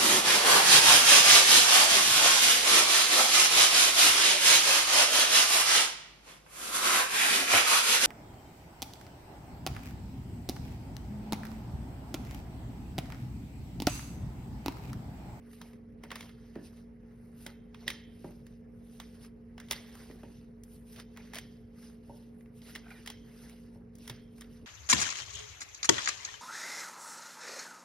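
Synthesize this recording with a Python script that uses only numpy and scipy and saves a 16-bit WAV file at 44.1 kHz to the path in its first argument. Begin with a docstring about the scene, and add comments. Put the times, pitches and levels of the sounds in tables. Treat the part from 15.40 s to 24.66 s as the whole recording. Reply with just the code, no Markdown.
"""A low machine hum and a faint rustle run throughout; cards and hands sweep the cloth in strokes of shaped noise.
Card edges snap from the first moments, as noise bursts ringing resonances, each with a skid of noise around it.
From 0.6 s wrist and fingers knock the table now and then, as short forces ringing its modes; the sharpest snap
falls near 2.5 s, and near 7.5 s something creaks, as chattering noise with a thin gliding squeak, before the
last snaps. Snaps and knocks also sound through a decaying room; two microphone ports hear the whole."""
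import sys
import numpy as np
from scipy import signal
from scipy.fft import rfft, irfft, next_fast_len
from scipy.io import wavfile
from scipy.ndimage import uniform_filter1d, map_coordinates

SR = 44100
rng = np.random.default_rng(int(sys.argv[2]) if len(sys.argv) > 2 else 0)


def transcribe(signal):
    """Save signal, clipped to [-1, 1], as a 16-bit WAV file at the path in sys.argv[1]."""
    frames = np.atleast_2d(signal).T
    limited = np.clip(frames, -1, 1)
    pcm = np.round(limited * 32767).astype(np.int16)
    wavfile.write(sys.argv[1], SR, pcm)


def volts(x):
    """Linear amplitude factor 10**(x/20) for a level x in dB, scalar or array-like."""
    e = np.asarray(x, float) / 20
    return 10 ** e


N = 408366  # samples


def unit(x):
    """Normalization: a signal scaled to rms 1."""
    return x / np.sqrt(np.mean(x ** 2) + 1e-20)


def along(points, hz):
    """Logarithmic frequency scale: (Hz, value) points interpolated along it."""
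    knots_hz, values = np.transpose(points)
    return np.interp(np.log(hz + 1), np.log(knots_hz + 1), values)


def wobble(rate):
    """Band-limited fluctuation: a smooth random curve with rate knots a second."""
    knots = rng.standard_normal(int(N * rate / SR) + 4)
    return map_coordinates(knots, [np.arange(N) * rate / SR])


def filtered(x, response):
    """Linear filtering: the spectrum of x times a complex response of frequency."""
    size = next_fast_len(N + SR // 2)
    return irfft(rfft(x, size) * response(np.fft.rfftfreq(size, 1 / SR)), size)[..., :N]


def colour(points):
    """Spectral colouring: the gain curve of a table of (Hz, dB)."""
    return lambda hz: volts(along(points, hz))


def resonant(modes):
    """Modal superposition: causal resonances of (Hz, width Hz, dB), in alternating sign."""
    def response(hz):
        total = 0
        for k, (centre, width, db) in enumerate(modes):
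            peak = 1j * hz * width / (centre * centre - hz * hz + 1j * hz * width)
            total = total + (-1) ** k * volts(db) * peak
        return total
    return response


def swell(length):
    """Transient excitation: a burst that swells to 1 after length seconds and dies away."""
    u = np.arange(SR // 4) / SR / max(length, 1 / SR)
    return u * u * np.exp(2 * (1 - u))


def pair(alike, response, patchy_db=0):
    """Interchannel coherence: coloured noise of rms 1 at two ports, in patches of random gain."""
    z = signal.stft(rng.standard_normal((2, N)), nperseg=256)[2]
    field = uniform_filter1d(rng.standard_normal(z.shape[1:]), size=4, axis=0)
    field = uniform_filter1d(field, size=8, axis=1)
    noise = signal.istft(z * volts(patchy_db * unit(field)), nperseg=256)[1][:, :N]

    def mixing(hz):
        angle = np.arccos(np.clip(along(alike, hz), -1, 1)) / 2
        return response(hz) * [np.cos(angle), np.sin(angle)]

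    mid, side = filtered(noise, mixing)
    return unit(np.array([mid + side, mid - side]))


# likeness of the two ports for sounds close by: frequency_hz, coherence (0-1)
NEAR_LIKENESS = [(300, .97), (600, .55), (1000, .85), (1800, .95), (2900, .6), (3800, .8), (4500, .7),
                 (5500, .975), (16000, .975)]


def rung(envelope, modes):
    """Forced resonance: enveloped noise rings modes, at rms 1 where the envelope stays at 1."""
    noise = pair(NEAR_LIKENESS, np.ones_like)
    return filtered(envelope * noise, resonant(modes)) / np.std(filtered(noise, resonant(modes)))


# card edges and nails catching and letting go; the last three levels are relative to level_db:
# time_s, level_db, lowest_resonance_db, upper_resonances_db, hiss_db
SNAPS = [(0.132, -54.5, -15, -6, -10), (0.2149, -51, 7.5, 3, 1), (0.333, -58.5, 0, -12, -9),
         (0.637, -45, 0, -8.5, -6.5), (0.7051, -41.5, -7, -4.5, -28), (0.7162, -37.5, 2, -6, -12),
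         (0.7568, -41, 2, 1, -2.5), (0.8079, -44.5, -4, 0.5, -3.5), (0.8275, -53.5, -14, -0.5, -24),
         (0.8928, -56, 0, 0, -16), (1.1554, -49.5, -6.5, -25, -38), (2.0646, -41.5, -2, -0.5, 0.5),
         (2.3455, -47, -3, -6.5, -25), (2.4794, -28.5, -15.5, 0.5, -5.5), (2.5025, -33, -29, -2.5, -6.5),
         (2.845, -56.5, 5.5, -20.5, -19.5), (3.0667, -55, -13, -13.5, -2), (3.6006, -46, 3.5, 3.5, 0),
         (3.848, -55, -4, -12.5, -3), (4.1798, -46.5, 1.5, -8, -21), (4.2007, -47, -2, -6, -2),
         (4.286, -57, -9.5, 1.5, -2.5), (4.3109, -33, 2.5, 5, 6.5), (4.3215, -37.5, -26, -5.5, 2),
         (4.3312, -38, -15, -1, -19.5), (4.5535, -60, 8, -6, 8), (4.7116, -59.5, -2.5, 1.5, -2.5),
         (4.833, -62, 11, -12, -27), (5.236, -69.5, -12, 5.5, 18.5), (5.561, -50.5, -10, -2, -3.5),
         (5.599, -46.5, -13, -2.5, -2), (5.7634, -55, 0, -13, -24), (5.773, -43, -4, -15, -10.5),
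         (5.9353, -41, -3.5, -9, -5), (5.9456, -43, -14, -0.5, -1), (5.9556, -41, -16, -3, -2.5),
         (5.9717, -47, -9, -4, -7.5), (5.9852, -37.5, -17, -2, -2.5), (7.009, -61.5, -14, -30, -8),
         (7.059, -64, -2, -25, -20), (7.218, -60, -17.5, 3, 0), (7.352, -41, -14, -4, -5),
         (7.3591, -37.5, -18, -3, -12.5), (7.4816, -56, -5, -12, -27), (7.505, -50, -24, -21.5, -8),
         (7.6617, -44.5, -9.5, -2, -2.5), (7.6751, -41.5, -5, 5, -0.5), (7.7012, -44, -1, 3.5, -0.5),
         (8.096, -54.5, -5, -7, 1.5), (8.554, -73.5, -4, 8, 20), (8.5846, -71, 1, 1, 14.5),
         (8.982, -64.5, 5, -8, 2), (8.6773, -46, -8.5, -3.5, 4.5), (8.6974, -37.5, -5, 0, -4.5),
         (9.01, -52, -5, -3, 7), (9.0192, -49.5, -9, -3, -20.5), (9.0437, -59, -1, -4, -18)]
# resonances that colour the snaps: frequency_hz, width_hz, level_db
SNAP_RESONANCES = [(1050, 450, 0), (1980, 480, 0), (3230, 450, 0), (3950, 500, -4), (5110, 600, 0)]
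# colour of the snap's hiss: frequency_hz, gain_db
SNAP_HISS = [(4500, -27.5), (6000, -5), (10000, -6), (14000, -10), (15800, -13), (16600, -50.5)]


def snaps():
    """Sudden release: a short burst rings resonances at its own strengths, with a hiss on top."""
    rise_s = 0.002
    burst = np.zeros((5, N + SR // 4))
    shape = swell(rise_s) + 0.2 * swell(4 * rise_s)  # the card flutters on a little
    for s, db, low_db, upper_db, hiss_db in SNAPS:
        edge_db = (upper_db + hiss_db) / 2 - 2.5  # the top resonance lies between ring and hiss
        strength = volts(db + np.array([low_db, 0, upper_db, edge_db, hiss_db]))
        start = round((s - .0015) * SR)
        burst[:, start:start + SR // 4] += np.outer(strength, shape)
    low, body, upper, edge, hiss = burst[:, :N] / 2 ** .5  # peak to rms
    ring = rung(low, SNAP_RESONANCES[:1]) + rung(body, SNAP_RESONANCES[1:2])
    ring = ring + rung(upper, SNAP_RESONANCES[2:4]) + rung(edge, SNAP_RESONANCES[4:])
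    return ring + hiss * pair(NEAR_LIKENESS, colour(SNAP_HISS))


# course of the creak: time_s, lower_bands_db, upper_bands_db, squeak_hz, squeak_db
CREAK = [(7.43, -80, -85, 2300, -90), (7.445, -61, -69, 2300, -90), (7.5, -63, -79, 2300, -85),
         (7.51, -52, -53, 2300, -63), (7.53, -65.5, -66, 2150, -58), (7.56, -64, -64, 1900, -60),
         (7.6, -69, -67, 1780, -61), (7.63, -72, -76, 1750, -83)]
# bands of the creak, each passed through twice: frequency_hz, width_hz, level_db (per pass)
CREAK_BANDS = [(740, 130, -3), (1500, 210, 0), (2420, 170, 0), (3950, 300, -9)]


def creak():
    """Amplitude modulation: a creak chatters in four bands; a thin squeak and its octave glide down."""
    s, *columns = np.transpose(CREAK)
    t = np.arange(N) / SR
    low_db, high_db, squeak_hz, squeak_db = (np.interp(t, s, v) for v in columns)
    flutter = unit(volts(5 * wobble(130)))

    def band(modes):
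        return pair(NEAR_LIKENESS, lambda hz: resonant(modes)(hz) ** 2)

    chatter = flutter * (volts(low_db) * band(CREAK_BANDS[:2]) + volts(high_db) * band(CREAK_BANDS[2:]))
    phase = 2 * np.pi * np.cumsum(squeak_hz + 80 * wobble(300)) / SR
    tone = np.sin(phase) + volts(-11) * np.sin(2 * phase)
    squeak = volts(squeak_db + 3 * wobble(80)) * tone
    return (chatter + squeak) * ((t > s[0]) & (t < s[-1]))


# strokes of cards and hands over the cloth: middle_s, length_s, weave_db, hollow_db, hiss_db
STROKES = [(0.05, 0.13, -81, -67, -84.5), (0.149, 0.15, -71.5, -69.5, -64.5), (0.267, 0.16, -70, -65, -68),
           (0.655, 0.097, -75, -66, -78), (0.817, 0.19, -62.5, -60, -62.5),
           (1.093, 0.52, -73.5, -72.5, -77), (1.26, 0.094, -64.5, -75, -63),
           (1.372, 0.15, -71.5, -69.5, -71.5), (1.698, 0.16, -81, -73, -87), (1.857, 0.3, -84, -74, -75.5),
           (2.027, 0.12, -67.5, -69, -59.5), (2.422, 0.14, -65.5, -65.5, -71.5),
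           (2.866, 0.29, -69.5, -70.5, -68), (3.108, 0.18, -76, -82, -76.5), (3.36, 0.053, -95, -95, -82),
           (3.57, 0.28, -70, -73.5, -66.5), (3.75, 0.18, -70.5, -70, -71), (3.837, 0.078, -64, -63, -62),
           (4.25, 0.092, -69, -67.5, -76.5), (4.585, 0.51, -64, -61, -63.5), (4.93, .26, -70.5, -78, -74),
           (5.341, 0.17, -75.5, -103, -64.5), (5.534, 0.13, -66.5, -73, -59.5),
           (5.593, 0.062, -56.5, -54.5, -62), (5.851, 0.25, -65, -64, -69.5),
           (5.967, 0.048, -51, -48.5, -56), (6.11, 0.27, -74, -74, -76.5), (6.45, 0.18, -64.5, -66.5, -65),
           (6.766, 0.28, -71, -80, -71.5), (7.008, 0.17, -94, -80, -75.5), (7.178, .07, -74, -87, -66),
           (7.301, 0.14, -59, -59.5, -57.5), (7.568, 0.28, -65.5, -63.5, -65.5),
           (8.046, 0.38, -64.5, -63, -64.5), (8.35, 0.096, -82, -79, -75), (8.658, 0.13, -61.5, -67, -63),
           (8.823, .2, -78, -86, -80), (8.992, 0.13, -72, -82, -68), (9.154, 0.19, -70.5, -74, -72)]
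# faint rustle that never stops: weave_db, hollow_db, hiss_db
REST_DB = (-88.5, -82, -89.5)


def rubbing():
    """Power addition: rest, strokes and a skid around each snap sum to weave, hollow and hiss strength."""
    end_fall_db, flatness = 10.5, 1.5  # fall at the ends of a stroke; higher = flatter top, steeper ends
    skid_db = np.array((-18.5, -14, -24))  # under the snap: weave, hollow, hiss
    skid_t60_s, drag_t60_s = 0.35, 0.041  # a released card skids on; the skid builds up just before
    t = np.arange(0, N / SR + .002, .002)
    power = volts(2 * np.array(REST_DB))[:, None] * np.ones(len(t))
    for middle, length, *dbs in STROKES:
        fall_db = end_fall_db * np.abs(2 * (t - middle) / length) ** flatness
        power += np.outer(volts(2 * np.array(dbs)), volts(-2 * fall_db))
    for s, db, low_db, upper_db, hiss_db in SNAPS:
        dbs = db + skid_db + [upper_db, low_db / 2, hiss_db]
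        fall_db = 60 * np.abs(t - s) / np.where(t > s, skid_t60_s, drag_t60_s)
        power += np.outer(volts(2 * dbs), volts(-2 * fall_db))
    return [np.interp(np.arange(N) / SR, t, np.sqrt(p)) for p in power]


# colour of rubbing on the weave: frequency_hz, gain_db
WEAVE = [(2000, -18), (2700, 2), (3250, -2.5), (3900, -1.5), (4500, -1.5), (5100, 0), (6500, -3.5),
         (8000, -57)]
# hollow colour of a bent card: frequency_hz, gain_db
HOLLOW = [(350, -1.5), (650, 0.5), (1100, -3.5), (1500, -2), (2100, -0.5), (2600, -10), (3500, -31)]
# hiss of a fast edge: frequency_hz, gain_db
EDGE_HISS = [(5000, -11.5), (7000, -11), (9000, -1), (11000, -2.5), (13500, -1.5), (15000, -18),
             (16000, -33)]


def slide():
    """Friction noise: dense uneven slips on the weave; a bent card adds hollow colour, a fast edge hiss."""
    level, hollow, bright = rubbing()
    grit = unit(volts(0.37 * wobble(21) + 0.8 * wobble(130) + 0.96 * wobble(600)))  # slips come in clumps
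    rub = level * pair(NEAR_LIKENESS, colour(WEAVE), patchy_db=2.5)
    rub = rub + hollow * pair(NEAR_LIKENESS, colour(HOLLOW), patchy_db=3.5)
    rub = rub + bright * pair(NEAR_LIKENESS, colour(EDGE_HISS), patchy_db=3.5)
    return grit * rub


# wrist and fingers on the table top; the last three levels are relative to level_db, before the
# fixed gain of each group of modes: time_s, level_db, knuckle_db, tap_db, frame_db
KNOCKS = [(0.638, -46.5, 2.5, -4, -20), (0.718, -48.5, 1, 13, -15), (1.161, -33, -11, -9.5, -17),
          (2.063, -47, 10, 4, -6.5), (2.479, -44, 5, 11.5, -21), (2.845, -35, -0.5, -32, -10.5),
          (4.312, -47, -3, 8, -20), (4.701, -39, -22, -20, -21), (4.835, -42, 3.5, -5, -12),
          (6.696, -47, 13.5, -22, -9), (8.358, -55, 7, -17, 4), (8.699, -47.5, -9, 5.5, 8)]
# resonances of the table top: frequency_hz, width_hz, level_db
TABLE_MODES = [(180.7, 40, 0.5), (281.3, 51, 2), (375, 138, -1.5), (553, 26, -5), (860, 120, -7.5),
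               (929, 50, -4), (1410, 190, -3), (1780, 150, 4.5), (2580, 350, 5.5)]
# resonances of the table frame: frequency_hz, width_hz, level_db
FRAME_MODES = [(65, 30, -14), (122, 9, 0)]


def knocks():
    """Impact: a soft push rings the top; knuckles wake middle modes, nail or ring the highest, weight the frame."""
    force = np.zeros((4, N + SR // 4))
    push = swell(0.00017) / swell(0.00014).sum()
    for s, db, knuckle_db, tap_db, frame_db in KNOCKS:
        scuff = rng.standard_normal(SR // 4)
        drag = swell(0.009) * scuff / np.linalg.norm(swell(0.0053))
        strength = volts(db + np.array([40, knuckle_db + 39, tap_db + 29.5, frame_db + 55]))
        start = round((s - .001) * SR)
        force[:, start:start + SR // 4] += np.outer(strength, push + 0.26 * drag)
    groups = TABLE_MODES[:3], TABLE_MODES[3:6], TABLE_MODES[6:], FRAME_MODES
    ring = sum(filtered(f[:N], resonant(modes)) for f, modes in zip(force, groups))
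    return filtered(ring, lambda hz: 1 / (1 + 1j * hz / 2600) ** 3)  # flesh and cloth soften the contact


# reverberation time of the room: frequency_hz, t60_s
ROOM_DECAY = [(200, 0.37), (1000, 0.34), (3000, 0.76), (8000, 0.1), (14000, 0.12)]


def room(x):
    """Reverberation: each frequency dies at its own speed; four noise tails take turns, a third of a second each."""
    turn = np.arange(N) // (SR // 3) % 4
    wet = np.zeros((2, N))
    for k in range(4):
        noise = pair(NEAR_LIKENESS, np.ones_like)[:, :SR // 2]
        hz, t, z = signal.stft(noise, SR, nperseg=256)
        decay = volts(-60 * t / along(ROOM_DECAY, hz)[:, None])
        tail = signal.istft(z * decay, SR, nperseg=256)[1]
        late = np.pad(x.mean(0) * (turn == k), (200, 0))  # delay in samples
        wet += signal.fftconvolve(late[None], tail / np.linalg.norm(tail[0]), axes=1)[:, :N]
    return wet


# partials of the machine hum: frequency_hz, level_db (before a common gain), waver_hz, swing_db
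HUM = [(51.5, -60.5, 3, 0.5), (94.7, -65.5, 3, 2.5), (123, -65, 5.6, 2.5), (180.8, -65, 5, 2),
       (233.75, -52.5, 0.68, 0.5), (277.3, -76, 3, -1.5), (427.2, -65.5, 1.58, 0), (441, -71.5, 2, -1),
       (508.8, -72, 1.35, 1.5)]
# colour of the diffuse rumble: frequency_hz, gain_db
RUMBLE = [(12, -40.5), (20, -25), (33, -11), (58, -3.5), (177, -4.5), (209, -5), (232, -6), (258, -12.5),
          (281, -7), (312, -13.5), (376, -10.5), (427, -10.5), (610, -20.5), (1070, -30), (1970, -32.5),
          (3000, -43.5), (3900, -89), (6600, -120)]
# likeness of the two ports for the rumble: frequency_hz, coherence (0-1)
DIFFUSE_LIKENESS = [(60, .995), (200, 0.84), (400, 0.18), (700, 0.083), (1500, 0.062), (2000, 0.45),
                    (3000, .1)]
# slow drift of the deepest hum and rumble: time_s, gain_db
DRIFT = [(0, -4), (1, 0), (2, 0), (3, 1), (4, 0.5), (5, 0), (6, -1), (7, -1.5), (8, -1.5), (9.26, 0.5)]


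def hum():
    """Additive synthesis: wavering partials over a low diffuse rumble; the deepest part drifts in level."""
    t = np.arange(N) / SR
    lines = np.zeros(N)
    for hz, db, waver_hz, swing_db in HUM:
        level = volts(db + 2.5 + swing_db * wobble(9))
        cycles = hz * t + waver_hz * np.cumsum(wobble(20)) / SR
        lines += level * np.sin(2 * np.pi * cycles)
    steady = lines + volts(-57) * pair(DIFFUSE_LIKENESS, colour(RUMBLE), patchy_db=2.0)
    s, db = np.transpose(DRIFT)
    deep = filtered(steady, lambda hz: 1 / (1 + (hz / 140) ** 4))
    return steady + deep * (volts(np.interp(t, s, db)) - 1)


# colour of the snaps' room tail, with peaks near 2.1 and 3.1 kHz: frequency_hz, width_hz, level_db
SNAP_TAIL = [(1000, 500, -26.5), (2120, 230, -14.5), (3140, 140, -9.5), (3600, 620, -17.5),
             (5000, 1500, -20)]


def scene():
    """Superposition: snaps and knocks, direct and through the room, over rubbing, creak and hum."""
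    cards = snaps()
    table = knocks() * np.ones((2, 1))
    cards_wet = filtered(cards, resonant(SNAP_TAIL))
    return cards + table + room(cards_wet + volts(-3.5) * table) + slide() + creak() + hum()


def top_cut(x):
    """Nothing passes above the cut-off."""
    return signal.sosfilt(signal.butter(12, 16690, fs=SR, output="sos"), x)


# phase by which the left microphone port leads: frequency_hz, lead_rad
PORT_LEAD = [(0, 0), (2000, .1), (3200, .7), (5000, .4), (7550, 3.14), (10500, 6.28), (13400, 9.42),
             (15900, 12.56)]
# level of the left port over the right: frequency_hz, difference_db
PORT_LEAN = [(60, -.1), (230, -1.1), (500, -2), (1000, -1), (3000, -3), (5000, -.5), (8000, 0)]


def record(dry):
    """Interchannel differences: the left port leads, mostly more with pitch; the middle range leans right."""
    knots_hz, lead_rad = np.transpose(PORT_LEAD)

    def half(hz):
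        return volts(along(PORT_LEAN, hz) / 2) * np.exp(.5j * np.interp(hz, knots_hz, lead_rad))

    ports = filtered(dry, lambda hz: np.array([half(hz), 1 / half(hz)]))
    return top_cut(ports)


dry = scene()
out = record(dry)
transcribe(out)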